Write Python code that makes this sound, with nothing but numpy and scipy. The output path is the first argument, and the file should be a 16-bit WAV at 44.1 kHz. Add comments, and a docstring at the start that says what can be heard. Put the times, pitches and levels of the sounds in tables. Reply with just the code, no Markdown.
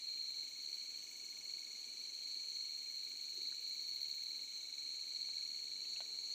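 """A planted field at night, heard by a slowly moving listener.
Near crickets drag file over scraper and buzz at about 4.2 kHz through the foliage. A lower cricket
trills in rising syllables, a katydid rasps in double strokes, and far insects merge into a shimmer
over a faint murmur of air. In the second half, two soft handling bumps and a few dry twig snaps."""
import sys
import numpy as np
from scipy import signal
from scipy.fft import rfft, irfft, next_fast_len
from scipy.io import wavfile
from scipy.ndimage import uniform_filter1d, map_coordinates

SR = 44100
rng = np.random.default_rng(int(sys.argv[2]) if len(sys.argv) > 2 else 0)


def store_wav(level_fs):
    """Save 16-bit WAV to argv[1]."""
    pcm = np.round(np.clip(np.atleast_2d(level_fs), -1, 1) * 32767)
    wavfile.write(sys.argv[1], SR, pcm.T.astype(np.int16))


N = 279594
T = np.arange(N) / SR

# near crickets together, as leaves shade and uncover them: t/s, level/dB
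BUZZ_DB = [(0.0, -47.0), (0.35, -44.5), (0.52, -50.2), (0.75, -46.4), (1.28, -52.9), (1.54, -47),
           (1.7, -51.5), (2.2, -46.5), (2.65, -45.0), (3.13, -48), (3.45, -44.5), (3.6, -47), (3.8, -43),
           (4.15, -45), (4.6, -47.5), (5.4, -43.5), (5.85, -46), (6.34, -44)]
# their common pitch: t/s, f/Hz
BUZZ_PITCH_HZ = [(0, 4210), (.3, 4210), (.75, 4238), (1.5, 4280), (2.4, 4243), (4.1, 4240), (4.63, 4158),
                 (5.4, 4257), (6.05, 4190), (6.34, 4280)]
# wing strokes, per cricket: rate/Hz, wander/fraction
BUZZ_STROKES = [(73.3, .0008), (71.78, .0012), (83.4, .004), (65.6, .004), (61, .005)]
# voice, per cricket: pitch offset/Hz, level/dB
BUZZ_VOICES = [(18, -5), (0, -6.5), (70.5, -11.5), (-58, -10), (18.5, -12.5)]
# wing radiation: f/Hz, gain/dB
WING_RESPONSE_DB = [(3000, -16), (3550, -9.5), (3800, 1), (3950, -2), (4060, 1.5), (4300, 0), (4400, 3.5),
                    (4460, -1), (4530, -10.5), (4660, -1), (5000, -24.5)]
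# low triller's syllables: t/s, rate/Hz
TRILL_RATE_HZ = [(0, 23.35), (2.4, 23.45), (2.75, 23.8), (3.1, 23.45), (6.34, 23.42)]
# low triller: t/s, level/dB
TRILL_DB = [(0, -68), (1, -66.5), (3.5, -68), (5.5, -67), (6.34, -69.5)]
# its thin ring: t/s, level/dB
TRILL_RING_DB = [(0, -74), (4.2, -76), (4.95, -68.5), (5.65, -74), (5.95, -68), (6.34, -64)]
# katydid, as the listener turns: t/s, level/dB
KATYDID_DB = [(0, -73), (.5, -69.5), (1.35, -68), (1.85, -75), (2.5, -72), (3.1, -67), (3.6, -67),
              (4.05, -63), (4.6, -72), (4.9, -76), (6.34, -77)]
# its double strokes: t/s, rate/Hz
KATYDID_RATE_HZ = [(0, 7.64), (1.9, 7.08), (3.1, 7.58), (3.4, 7.86), (4.2, 7.09), (4.8, 8.03), (6.34, 6.05)]
# wings open with a swell, close with a hard start: start/cycle, attack/cycle, release/cycle, level/dB
KATYDID_STROKES = [(.06, .23, .11, 0), (.57, 0.076, 0.28, 1)]
# its rasp: f/Hz, level/dB
RASP_SPECTRUM_DB = [(9500, -32), (11800, -16), (13500, -10), (14500, -5), (15200, 0), (15600, 1),
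                    (16500, -10)]
# far chorus: t/s, level/dB
CHORUS_DB = [(0, -63.5), (.7, -62.5), (1.3, -62), (2.1, -62.7), (5, -63), (6.34, -62.5)]
# its colour: f/Hz, level/dB
CHORUS_SPECTRUM_DB = [(4900, -21), (5300, -23.5), (5600, 2), (6000, -0.5), (6400, 0.5), (6900, -3),
                      (7500, -5), (8000, -8), (8600, -13.5), (9300, -16.5), (10500, -35)]
# murmur of air: t/s, level/dB
MURMUR_DB = [(0, -76), (1.6, -74), (2.7, -76), (5.4, -75), (6.1, -73), (6.34, -74.5)]
# its colour: f/Hz, level/dB
MURMUR_SPECTRUM_DB = [(20, -2), (55, -14.5), (80, -12), (160, -21.5), (200, -4.5), (280, -1.5), (350, -1.5),
                      (520, -6.5), (680, -9), (900, -10.5), (2000, -18.5)]
# far drone: t/s, level/dB
DRONE_DB = [(0, -91), (1.2, -89), (3, -101), (3.6, -91), (5.3, -90.5), (5.7, -85), (6.34, -91)]
# faint hiss: f/Hz, level/dB
HISS_SPECTRUM_DB = [(200, -10), (900, -10.5), (2000, 1), (2500, 11.5), (2750, 3.5), (2920, 11.5),
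                    (3200, -0.5), (3600, 9.5), (5000, 2.5), (9500, -5.5), (12000, -3.5), (15500, -3.5)]
# handling bumps: t/s, level/dB
BUMPS = [(3.39, -70.5), (6.07, -76)]
# twig snaps: t/s, knock/dB, snap/dB, snap centre/Hz, snap half-width/Hz
TWIG_SNAPS = [(3.523, -85, -58, 1580, 380), (5.289, -81, -60, 796, 1500), (5.39, -79, -61, 1220, 1190),
              (5.851, -85, -56.5, 2750, 700), (5.961, -67, -50.5, 2840, 450),
              (6.004, -50.5, -50, 2920, 1100)]
# twig resonances: f/Hz, level/dB, t60/s
WOOD_MODES = [(625, -2.5, 0.067), (682, 1, 0.043), (890, -5, 0.029), (1045, -5, 0.022), (1510, -8, 0.057),
              (1900, -8, 0.035)]


def amp(db):
    """Decibels to gain."""
    return 10 ** (np.asarray(db) / 20)


def unit(x):
    """Scale to rms 1."""
    return x / np.sqrt(np.mean(x ** 2) + 1e-20)


def steady(x, window_samples):
    """Hold the running rms near 1."""
    return x / np.sqrt(np.abs(uniform_filter1d(x ** 2, size=window_samples)) + 1e-6)


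def curve(rows):
    """(t/s, value) rows to one value per sample."""
    return np.interp(T, *np.transpose(rows))


def wobble(rate_hz):
    """Smooth random curve, rms about 1."""
    knots = rng.standard_normal(400)
    return np.interp(T, T[::64], map_coordinates(knots, [T[::64] * rate_hz], mode="wrap"))


def sine(hz):
    """Sine following a per-sample frequency."""
    return np.sin(2 * np.pi * np.cumsum(hz) / SR)


def filtered(x, response):
    """Apply the gain response(hz)."""
    size = next_fast_len(N + SR // 2)
    return irfft(rfft(x, size) * response(np.fft.rfftfreq(size, 1 / SR)), size)[:N]


def noise(spectrum):
    """Noise of rms 1 from (f/Hz, level/dB) rows, closed at both ends."""
    knots_hz, db = np.transpose(spectrum)
    colour = lambda hz: amp(np.interp(np.log(hz + 1), np.log(knots_hz), db, -120, -120))
    return unit(filtered(rng.standard_normal(N), colour))


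def band(centre_hz, half_width_hz):
    """Noise of rms 1 in one resonance."""
    resonance = lambda hz: 1 / (1 + ((hz - centre_hz) / half_width_hz) ** 2)
    return unit(filtered(rng.standard_normal(N), resonance))


def foliage(x, wet_db, t60_s, patterns):
    """Leaves scatter the sound; echo patterns crossfade as the listener moves."""
    t = T[:SR // 4]
    position = T / T[-1] * (patterns - 1)
    out = x.copy()
    for k in range(patterns):
        tail = rng.standard_normal(len(t)) * amp(-60 * t / t60_s)
        fade = np.cos(np.pi / 2 * np.clip(position - k, -1, 1))
        start, end = np.flatnonzero(fade > 1e-6)[[0, -1]]
        echo = signal.fftconvolve((x * fade)[start:end], tail / np.linalg.norm(tail))[:N - start]
        out[start:start + len(echo)] += amp(wet_db) * echo
    return unit(out)


def wing_strokes(rate_hz, pitch_hz, wander, stroke_s=.0062, sag_hz=430):
    """Each stroke drags file over scraper: a short tone, falling as the wing slows."""
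    strokes = rng.random() + np.cumsum(rate_hz * (1 + wander * wobble(20))) / SR
    progress = np.clip(strokes % 1 / rate_hz / stroke_s, 0, 1)
    strength = amp(rng.standard_normal(1000))[strokes.astype(int)]
    envelope = np.abs(np.sin(np.pi * progress)) ** .7
    from_middle = progress - .5
    phase = 2 * np.pi * stroke_s * (pitch_hz * from_middle - sag_hz * from_middle ** 2 / 2)
    return unit(strength * envelope * np.sin(phase))


def buzzing_crickets(throb_hz=3.56, throb_peak_s=.117, throb_db=.74, flutter_db=1.07):
    """Near crickets beat at unequal stroke rates; together they swell and sink."""
    pitch_hz = curve(BUZZ_PITCH_HZ)
    song = np.zeros(N)
    for (rate_hz, wander), (offset_hz, db) in zip(BUZZ_STROKES, BUZZ_VOICES):
        strokes = wing_strokes(rate_hz, pitch_hz + offset_hz, wander)
        song += amp(db) * foliage(strokes, wet_db=2, t60_s=.18, patterns=22)
    song = filtered(song, lambda hz: amp(np.interp(hz, *np.transpose(WING_RESPONSE_DB), -120, -120)))
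    throb = np.cos(2 * np.pi * throb_hz * (T - throb_peak_s))
    level_db = curve(BUZZ_DB) + throb_db * throb + flutter_db * wobble(12)
    return amp(level_db) * steady(song, window_samples=4000)


def low_triller(tone_duty=.31, low_hz=2215, glide_hz=370, overtone_db=-2, scrape_db=-15):
    """Rising syllables: a scrape as the wings touch, the tone, a rough overtone with a thin ring."""
    hump = lambda u: np.sin(np.pi * np.clip(u, 0, 1)) ** 2
    cycle = (.08 + np.cumsum(curve(TRILL_RATE_HZ)) / SR) % 1
    progress = np.clip(cycle / tone_duty, 0, 1)
    pitch_hz = low_hz + glide_hz * progress ** 3 + 18 * wobble(30)
    tone = np.sqrt(hump(progress)) * sine(pitch_hz) * amp(1.3 * wobble(16))
    scrape = amp(scrape_db) * hump((cycle + .19) % 1 / .55) * band(3184, 200)
    closing = hump((cycle + .022) % 1 / .82)
    overtone = amp(overtone_db) * unit(closing * band(7130, 980))
    ring = amp(curve(TRILL_RING_DB)) * unit(closing * band(6680, 50))
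    scattered = foliage(tone + scrape, wet_db=-1.5, t60_s=.12, patterns=40)
    return ring + amp(curve(TRILL_DB)) * (steady(scattered, window_samples=7500) + overtone)


def katydid(tooth_hz=330, tooth_depth_db=2, uneven_db=.2):
    """Paired dry file strokes at a drifting tempo; the teeth ripple the rasp."""
    cycle = (np.cumsum(curve(KATYDID_RATE_HZ)) / SR - .064) % 1
    strokes = sum(amp(db) * np.interp(cycle - start, [0, attack, attack + release], [0, 1, 0]) ** .75
                  for start, attack, release, db in KATYDID_STROKES)
    teeth = unit(amp(tooth_depth_db * sine(tooth_hz + 50 * wobble(29))))
    level_db = curve(KATYDID_DB) - uneven_db * wobble(18)
    return amp(level_db) * strokes * teeth * noise(RASP_SPECTRUM_DB)


def far_crickets(count=20, low_hz=5700, span_hz=2100):
    """Far crickets trill on their own pitches, drifting in and out of hearing."""
    out = np.zeros(N)
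    for k, (detune, speed, start) in enumerate(rng.random((count, 3))):
        pitch_hz = low_hz + span_hz * (k + detune) / count
        rate_hz = 10 + 26 * speed
        syllables = np.sin(np.pi * (start + rate_hz * T)) ** 4
        level_db = np.interp(pitch_hz, *np.transpose(CHORUS_SPECTRUM_DB)) + 5 * wobble(7)
        out += syllables * amp(level_db) * sine(pitch_hz + 18 * wobble(25))
    return unit(out)


def far_chorus():
    """Many far insects merge into a shimmer."""
    shimmer = noise(CHORUS_SPECTRUM_DB) + .85 * far_crickets()
    return amp(curve(CHORUS_DB) + .32 * wobble(28)) * shimmer


def far_chirper(rate_hz=8.8, depth_db=11, level_db=-72.5):
    """One slow chirper stands out of the chorus."""
    chirps = unit(amp(depth_db * sine(rate_hz + .15 * wobble(5.7))))
    return amp(level_db) * chirps * band(5760, 90)


def night_air(hiss_db=-66):
    """Low murmur, far drone, faint hiss."""
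    murmur = amp(curve(MURMUR_DB) + .6 * wobble(8)) * noise(MURMUR_SPECTRUM_DB)
    drone = amp(curve(DRONE_DB)) * band(102.6, 8.4)
    return murmur + drone + amp(hiss_db) * noise(HISS_SPECTRUM_DB)


def handling_bumps(half_width_s=.046):
    """Soft bumps of a hand: brief swells of low noise."""
    envelope = sum(amp(db) * np.exp(-((T - at_s) / half_width_s) ** 2) for at_s, db in BUMPS)
    return envelope * band(362, 69)


def twigs(attack_s=.00032, snap_t60_s=.034, low_cut_hz=400):
    """Dry snaps, each with a brief ring of the wood; bass filtered out."""
    out, t = np.zeros(N + SR), T[:SR // 8]
    onset = 1 - np.exp(-t / attack_s)
    for at_s, knock_db, snap_db, snap_hz, half_width_hz in TWIG_SNAPS:
        knock = sum(amp(db - 60 * t / t60_s) * np.sin(2 * np.pi * (hz * t + rng.random()))
                    for hz, db, t60_s in WOOD_MODES)
        snap = band(snap_hz, half_width_hz)[:len(t)] * amp(-60 * t / snap_t60_s)
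        out[round(at_s * SR):][:len(t)] += (amp(knock_db) * knock + amp(snap_db) * snap) * onset
    return signal.sosfilt(signal.butter(2, low_cut_hz, "high", fs=SR, output="sos"), out[:N])


def scene():
    """Insects over the quiet night; mono."""
    insects = buzzing_crickets() + low_triller() + katydid() + far_chorus() + far_chirper()
    return (insects + night_air() + handling_bumps() + twigs())[None]


def record(dry):
    """Brick-wall low-pass."""
    cutoff_hz = 15520
    return filtered(dry[0], lambda hz: hz < cutoff_hz)[None]


dry = scene()
out = record(dry)
store_wav(out)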